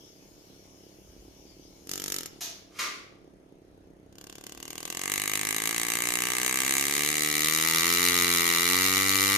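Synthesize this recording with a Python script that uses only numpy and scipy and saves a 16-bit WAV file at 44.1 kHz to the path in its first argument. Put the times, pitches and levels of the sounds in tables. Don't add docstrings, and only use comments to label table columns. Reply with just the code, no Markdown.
import sys
import numpy as np
from scipy import signal
from scipy.io import wavfile
from scipy.ndimage import uniform_filter1d

SR = 44100
rng = np.random.default_rng(int(sys.argv[2]) if len(sys.argv) > 2 else 0)


def nominal_scale(level):
    x = np.asarray(level, float) / 20
    return 10 ** x


def unload_wav(signal):
    wavfile.write(
        sys.argv[1],
        SR,
        np.round(np.clip(np.atleast_2d(signal).T, -1, 1) * 32767).astype(np.int16),
    )


N = 413216
TIME = np.arange(N) / SR

# time in seconds, stage.
STAGE = [(2.4, 0), (4.0, 1), (4.65, 1.52), (4.85, 1.5), (5.15, 2.15), (6.6, 2), (7.2, 2.5), (7.7, 3)]


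def handpiece():
    stage = np.clip(np.interp(TIME, *np.transpose(STAGE)), 0, len(RING_MODES) - 1)
    steel, plate, air = working_strokes(stage)
    ticks, idle_air = idling()
    return struck_metal(stage, steel, plate) + ticks, thump(air + idle_air)


# time in seconds, strokes per second.
PACE = [
    [(1.872, 46.51), (1.971, 47.7), (2.071, 49.31), (2.17, 46.99), (2.27, 35.1)],
    [(4.1267, 34.77), (4.42, 35.55), (4.91, 42.09), (5.1, 49.74), (5.53, 52.98), (5.71, 56.52),
     (6.47, 63.0), (7.12, 75.36), (7.41, 75.73), (8.06, 88.65), (8.57, 84.21), (8.85, 94.12), (9.37, 98.66)],
]
# time in seconds, blow in dB.
FORCE = [
    [(1.872, -51), (1.89, -40), (2.168, -36), (2.264, -43)],
    [(4.127, -66.5), (4.2, -54), (4.5, -50.5), (4.9, -41), (5.12, -34.5), (6.0, -32.5), (7.4, -30),
     (7.85, -28), (9.37, -27.5)],
]
CONTACT_DB = [-19.5, -8, -4, -3.0]
BOOM_DB = [0.27, -0.3, -0.12, 0.2]


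def working_strokes(stage):
    steel, plate, air = np.zeros((3, N))
    contact_db = np.interp(stage, np.arange(len(CONTACT_DB)), CONTACT_DB)
    boom_db = np.interp(stage, np.arange(len(BOOM_DB)), BOOM_DB)
    for pace, force in zip(PACE, FORCE):
        rate = np.interp(TIME, *np.transpose(pace))
        blow_db = np.interp(TIME, *np.transpose(force))
        train = strokes(pace, jitter_s=0.00003, spread_db=0.6, wander_s=0.0002)
        scatter = nominal_scale(1.6 * 50 / rate * np.clip(rng.standard_normal(N), -2, 2))
        steel += train * scatter * nominal_scale(blow_db)
        plate += train * nominal_scale(blow_db + contact_db)
        air_db = -37.5 + 9 * np.log2(rate / 50) + 0.23 * blow_db
        air += train * nominal_scale(air_db + boom_db)
    return steel, plate, air


def strokes(pace, jitter_s, spread_db, backward=False, wander_s=0):
    s, rate = np.transpose(pace)
    t = np.arange(s[0], s[-1], 1 / SR)
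    count = np.cumsum(np.interp(t, s, rate)) / SR
    whole = np.arange(int(count[-1]) + 1) + backward * (count[-1] % 1)
    jitter, spread, sway = rng.standard_normal((3, len(whole)))
    sway = evened(uniform_filter1d(uniform_filter1d(sway, size=5), size=5))
    at = np.interp(whole, count, t) + jitter_s * jitter + wander_s * sway
    train = np.zeros(N)
    place = np.clip(at * SR, 0, N - 1).astype(int)
    train[place] = nominal_scale(spread_db * spread) * np.sqrt(SR / np.interp(at, s, rate))
    return train


# pitch in Hz, level in dB per Hz.
CRACK_COLOUR = [
    [(1470, -21), (2500, -9), (2970, -3.5), (3920, -5), (5480, 0), (6060, -0.5), (6600, -5), (7530, -2.5),
     (8200, -6), (9960, -8), (12600, -3.5), (14200, -10), (16000, -44)],
    [(1350, -30), (2300, -12.5), (2860, -1), (4060, -9), (4470, -4), (5050, -4), (6550, -6), (7520, -25),
     (8560, -11), (10900, -19), (13600, -10), (14400, -8), (16000, -37)],
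    [(1470, -17), (2500, -2.5), (2850, 1), (3460, -8), (3860, -18), (4410, -3.5), (5150, -10), (6500, 0.5),
     (7420, -4.5), (8020, 3.5), (9360, -8.5), (12700, -7), (14200, -21), (16000, -45)],
    [(1470, -26.5), (2500, -7), (2830, -4), (3460, -7.5), (3860, 0), (4580, -5), (5970, -5.5), (6650, -3.5),
     (7650, -9), (9010, -6.5), (12100, -9.5), (13800, -6.5), (14700, -23), (16000, -42)],
]
# pitch in Hz, width in Hz, level in dB, left-right balance in dB,
# lead of the left side in radians.
RING_MODES = [
    [(940, 140, -2.5, 3, -0.14), (1340, 140, 7, 5, -0.76), (1642, 380, 13, 5, -1.2),
     (2450, 300, -3, 2, 0.65)],
    [(775, 200, 7.5, 0, -0.78), (1130, 180, 8.5, 6, -1.1), (1550, 490, 17.5, 2, -0.66),
     (2000, 500, 11, -6, 0.2)],
    [(752, 140, -7.5, 0.5, -1.15), (1167, 205, 1.5, 5, 0.2), (1332.6, 250, -55, 15, -2.9),
     (1630, 95, -8.5, 18, -0.55), (1794, 81, -9, 8, -0.82), (2057, 168, 3, 10.5, -0.71),
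     (2276, 150, -2.5, -1.5, -0.81), (880, 120, -13, 1, -1.4)],
    [(896, 44, -14, 5, -1.7), (1137, 210, -0.5, 18, -1.87), (1276.4, 524, 11.5, -1.5, -1.1),
     (1573.5, 120, -17.5, 5, -1.5), (1849, 44, -5.5, 5.5, -1.7), (2013, 127, 4, 13, -0.52),
     (2296, 120, 2, 0, -0.55), (2836, 51, -7, -12, 1)],
]
# pitch in Hz, width in Hz, level in dB, left-right balance in dB,
# lead of the left side in radians.
STEEL_MODES = [
    [(2370, 2700, 21, 1.5, 0), (3480, 170, -5, -25, 0.22), (4870, 500, 16, 3, 0.85),
     (5275, 150, 7, 6, -0.64), (6567, 90, 7, 25, 1.6), (6930, 410, 18, 17.5, 1.7),
     (8600, 360, 12, -19, -0.16), (12400, 500, -6, 9, -1.6)],
    [(3860, 150, 2.5, -8, 0.8), (5130, 340, -5.5, 17.5, 0.2), (6816, 300, 3, 15, 2.2),
     (8400, 420, -9.5, -32.5, 1.4), (9100, 41, -10, -31, 2), (10160, 1330, 9, -5.5, 1.5),
     (12350, 140, 0.5, 11, -1), (13970, 370, -7, 33, 9)],
]


def struck_metal(stage, steel, plate):
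    bright = np.zeros((2, N))
    for k, (points, modes) in enumerate(zip(CRACK_COLOUR, RING_MODES)):
        share = np.sqrt(np.maximum(1 - abs(stage - k), 0))
        struck = np.flatnonzero(share * steel)
        span = slice(struck[0] - SR // 20, struck[-1] + SR // 10)
        blows = (share * steel)[span]
        plate_blows = (share ** 2 * plate)[span]
        bright[:, span] += crack(blows, points)
        bright[:, span] += ring(shifted(plate_blows, -0.0007), modes, soft=0.00079)
        bright[:, span] -= nominal_scale(-7) * ring(shifted(blows, -0.0002), STEEL_MODES[k // 2], soft=0.00005)
    return bright


def crack(train, points, rise=0.001, fall=0.0026, back_db=-19, back=0.0061, alike=0.42, grit_db=5.0):
    lead_s = 0.006
    t = np.arange(-lead_s, 0.03, 1 / SR)
    shape = np.exp(np.where(t < 0, t / rise, -t / fall))
    clicks = train + nominal_scale(back_db) * shifted(train, back)
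    envelope = signal.oaconvolve(clicks, shape / np.linalg.norm(shape))
    envelope = envelope[round(lead_s * SR):][:len(train)]
    envelope = envelope * evened(nominal_scale(grit_db * rng.standard_normal(len(train))))
    shared, left, right = rng.standard_normal((3, len(train)))
    sides = [alike * shared + np.sqrt(1 - alike ** 2) * own for own in (left, right)]
    return np.array([colour(envelope * x, points, tilt) for x, tilt in zip(sides, (0.5, -0.5))])


def ring(train, modes, soft=0.00084):
    t = np.arange(0, 0.04, 1 / SR)[:, None]
    hz, width, db, pan_db, lead = np.transpose(modes)
    sign = (-1) ** np.cumsum(np.diff(np.log(hz), prepend=0) < 0.2)
    side = np.array([0.5, -0.5])[:, None, None]
    fading = nominal_scale(db + side * pan_db) * np.exp(-np.pi * width * t)
    waves = fading * np.sin(2 * np.pi * hz * t + side * lead)
    onset = (1 - np.exp(-t / soft)) ** 2
    taps = (waves * sign * np.sqrt(width) * onset).sum(axis=2)
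    taps = taps / np.linalg.norm(taps.mean(0))
    return signal.oaconvolve(train[None], taps, axes=1)[:, :len(train)]


# time in seconds, strokes per second.
IDLE_PACE = [
    [(0, 32), (.8, 33), (1.3, 34.5), (1.851, 36)],
    [(2.29, 35), (3.2, 33), (3.7, 31.4), (4.097, 31.6)],
]


def idling():
    ticks, air = np.zeros((2, N)), np.zeros(N)
    for pace in IDLE_PACE:
        train = strokes(pace, jitter_s=0.00033, spread_db=2.6, backward=True) * nominal_scale(-59)
        ticks += ring(train * nominal_scale(-28), [(6400, 190, 3, 0, 0), (3140, 400, -3, 0, 0)])
        air += shifted(train, -0.0013)
    return ticks, air


# pitch in Hz, left level in dB, right level in dB.
THUMP = [(45, -26, -27), (72.6, -18.5, -18), (100, -0.5, -3), (111, -10.5, -8), (158, -0.5, -0.5),
         (244, -6, -6.5), (260, -2.5, 4.5), (305, 1, 4.5), (352, 1, 3.5), (401, -7, -4.5), (437, -2, 3.5),
         (539, -12.5, -9.5), (640, -21.5, -15), (764, -7, -24), (1180, -39, -47)]


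def thump(train):
    hz, *ports = np.transpose(THUMP)
    early = shifted(train, -0.0015)
    overall = np.sqrt(np.mean(nominal_scale(ports) ** 2))
    sides = []
    for db in ports:
        level = np.sqrt(np.mean(nominal_scale(db) ** 2)) / overall
        sides.append(-level * colour(early, np.c_[hz, db], size=8192))
    return np.array(sides)


# pitch in Hz, level in dB against the blow.
LINGER = [(300, 3.5), (1000, -1), (2200, -1), (3400, 3), (4800, -2), (6700, 2.5), (8800, -11), (10500, 4),
          (12500, 8), (14500, -2)]


def after_ring(bright, low):
    lingering = colour(bright.mean(0), LINGER) + nominal_scale(-14) * low.mean(0)
    return patchy(workshop(lingering, first=120), depth_db=42.0, above_hz=2600)


def patchy(x, depth_db, above_hz):
    hz, t, z = signal.stft(x, SR, nperseg=256, noverlap=128)
    field = uniform_filter1d(rng.standard_normal(z.shape), size=7, axis=1)
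    field = evened(uniform_filter1d(field, size=3, axis=2))
    drop_db = depth_db * np.clip(field - 0.3, 0, 2) * (hz > above_hz)[:, None]
    return signal.istft(z * nominal_scale(-drop_db), SR, nperseg=256, noverlap=128)[1][:, :N]


# start in seconds, level in dB, rise in seconds, length in seconds,
# lead-in level in dB.
VENTS = [
    (2.407, -35.5, 0.0016, 0.047, -46),
    (2.788, -33.5, 0.0015, 0.064, -15.5),
]
# pitch in Hz, level in dB per Hz.
VENT_COLOUR = [
    [(180, -35), (300, -20), (581, -16), (674, -1), (769, -11.5), (2040, -10.5), (2520, -6.5), (5210, -1),
     (6360, 3), (8140, -13.5), (12900, -4), (14300, -17), (15500, -82)],
    [(120, -37), (200, -32), (392, -12), (890, -18.5), (1150, -0.5), (1780, -11), (2020, -3), (3420, -9.5),
     (6710, -8), (7620, -17), (13600, -19.5), (14400, -32), (15500, -92)],
]


def vents():
    out = np.zeros(N)
    for (s, db, rise, length, lead_db), points in zip(VENTS, VENT_COLOUR):
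        t = TIME - s
        blast = np.where(t > 0, (1 - np.exp(-abs(t) / rise)) * np.exp(-abs(t) / length), 0)
        lead = nominal_scale(lead_db) * np.exp(-abs(t) / 0.031)
        out += colour(nominal_scale(db) * (blast + lead) * rng.standard_normal(N), points)
    return out


# pitch in Hz, seconds to die away by 60 dB.
WORKSHOP = [(250, 2), (660, 0.54), (1740, 0.57), (4590, 0.51), (12100, 0.14)]


def workshop(x, first):
    taps = np.zeros((2, SR))
    at = np.arange(first, SR - 20, 20)
    at = at + rng.integers(0, 20, (2, len(at)))
    np.put_along_axis(taps, at, rng.choice([-1., 1.], at.shape), 1)
    hz, t, z = signal.stft(taps, SR, nperseg=256)
    dying = nominal_scale(-60 * t / read(WORKSHOP, hz)[:, None])
    tail = signal.istft(z * dying, SR, nperseg=256)[1]
    return signal.fftconvolve(x[None], tail / np.linalg.norm(tail[0]), axes=1)[:, :N]


# multiple of the pump's speed, level in dB.
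PUMP = [(1, -77), (4, -81), (5, -72), (6, -128), (7, -67.5), (8, -67.5), (9, -69), (10, -68.5), (11, -77),
        (12, -76.5), (13, -107), (14, -73), (15, -77), (16, -76), (17, -75.5), (18, -79)]
# pitch in Hz, level in dB.
HUM = [(54, -98), (97, -71.5), (136, -73), (199.5, -70)]


def pump():
    pump_hz = 38.08
    drift = evened(uniform_filter1d(uniform_filter1d(rng.standard_normal(N), 9000), 9000))
    turn = 2 * np.pi * np.cumsum(pump_hz * (1 + 0.00171 * drift)) / SR
    putter = sum(nominal_scale(db) * np.cos(k * turn + 0.73 * rng.standard_normal()) for k, db in PUMP)
    lines = sum(nominal_scale(db) * np.cos(turn * hz / pump_hz + 6 * rng.random()) for hz, db in HUM)
    return np.sqrt(2) * (putter + lines) * nominal_scale([[-1], [1]])


# pitch in Hz, level in dB per Hz.
LEAK = [(530, -19), (900, 0), (932, -12), (1050, -2), (1130, -13), (1600, -15), (2190, -8), (3430, -5),
        (3720, -8.5), (5440, 0.5), (6690, -1.5), (7510, -13.5), (11000, -11.5), (12300, -9), (14200, -10)]
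# pitch in Hz, level in dB.
WHISTLES = [(2250, -87), (2885, -87), (3085, -84.5), (3424, -86), (5475, -81.5), (6648, -86), (11025, -86),
            (12979, -107)]


def air_leak():
    waver = rng.standard_normal((len(WHISTLES), N // 64 + 1))
    waver = evened(uniform_filter1d(waver, 40, axis=1))
    whistles = np.zeros(N)
    for (hz, db), w in zip(WHISTLES, waver):
        turn = np.cumsum(hz * (1 + 0.00122 * np.repeat(w, 64)[:N])) / SR
        whistles += nominal_scale(db + 66.5) * np.cos(2 * np.pi * turn)
    shut_s, shut_takes_s = 2.6, 0.18
    leak_db = np.interp(TIME, [shut_s, shut_s + shut_takes_s], [-59, -77])
    return (noise(LEAK, patchy_db=2.8, tilt=2.0) + whistles) * nominal_scale(leak_db)


# time in seconds, level in dB, length in seconds.
RUMBLE = [
    (1.13, -61, 0.14),
    (1.5, -66, 0.42),
    (2.1, -70, 0.12),
    (4.2, -67, .6),
]


def hand_rumble():
    points = [(15, -34), (35, -2), (60, 3), (95, -8), (160, -29), (400, -85)]  # Hz, dB per Hz
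    rumble = colour(rng.standard_normal(N), points, size=8192)
    hands = nominal_scale(-72) + sum(nominal_scale(db) * np.exp(-((TIME - s) / length) ** 2) for s, db, length in RUMBLE)
    return rumble * hands


# pitch in Hz, level in dB per Hz.
FLOOR = [(12, -32), (20, 12), (84, -7), (189, 6), (229, -22.5), (319, -12.5), (656, -2), (1080, -10.5),
         (4200, -22), (6530, -33), (10200, -24), (13100, -45), (15000, -45)]


def room_floor():
    return nominal_scale(-64) * noise(FLOOR, patchy_db=1.9)


# pitch in Hz, likeness from -1 to 1.
SAME = [(60, 0.32), (180, 0.33), (550, -0.43), (1650, -0.0085), (4970, -0.2), (15000, -0.12)]


def noise(points, patchy_db, tilt=0):
    frames, hz = N // 256 + 5, np.fft.rfftfreq(1024, 1 / SR)
    a, b, c, d, patches = rng.standard_normal((frames, 513, 5)).T
    patches = evened(uniform_filter1d(uniform_filter1d(patches, 12, 0), 14, 1))
    same = np.clip(read(SAME, hz), -1, 1)[:, None]
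    left = a + 1j * b
    right = same * left + np.sqrt(1 - same ** 2) * (c + 1j * d)
    z = np.array([left, right]) * nominal_scale(read(points, hz)[:, None] + patchy_db * patches)
    return evened(signal.istft(z, nperseg=1024, noverlap=768)[1][:, :N]) * nominal_scale([[tilt], [-tilt]])


# pitch in Hz, left-right balance in dB.
PORTS = [(60, -1.5), (110, 4), (200, 1), (380, 6), (700, 19.5), (1290, -8), (2380, 1), (4400, -2.5),
         (8120, -3), (15000, 12.5)]


def colour(x, points, tilt=0, size=4096):
    hz = abs(np.fft.fftfreq(size, 1 / SR))
    log_gain = np.log(nominal_scale(np.maximum(read(points, hz), -90) + tilt * read(PORTS, hz)))
    taps = np.fft.ifft(np.exp(np.conj(signal.hilbert(log_gain)))).real[:size // 2]
    flat = np.sqrt(np.mean(nominal_scale(read(points, hz)) ** 2))
    return signal.oaconvolve(x, taps / flat)[:len(x)]


def read(points, hz):
    f, value = np.transpose(points)
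    return np.interp(np.log(hz + 1), np.log(f + 1), value)


def evened(x):
    return x / np.sqrt(np.mean(x ** 2) + 1e-20)


def shifted(x, s):
    at = np.arange(len(x))
    return np.interp(at - round(s * SR), at, x, 0, 0)


def scene():
    bright, low = handpiece()
    near = bright + low + nominal_scale(-5.5) * after_ring(bright, low)
    valve = vents()
    far = nominal_scale(2.0) * valve + nominal_scale(3.5) * workshop(valve, first=100)
    return near + far + pump() + air_leak() + hand_rumble() + room_floor()


def low_pass(x):
    return signal.sosfilt(signal.butter(12, 16480, fs=SR, output="sos"), x)


def record(dry):
    top = signal.butter(10, 14300, fs=SR, output="sos")
    mix = signal.sosfilt(top, dry)
    return low_pass(mix)


dry = scene()
out = record(dry)
unload_wav(out)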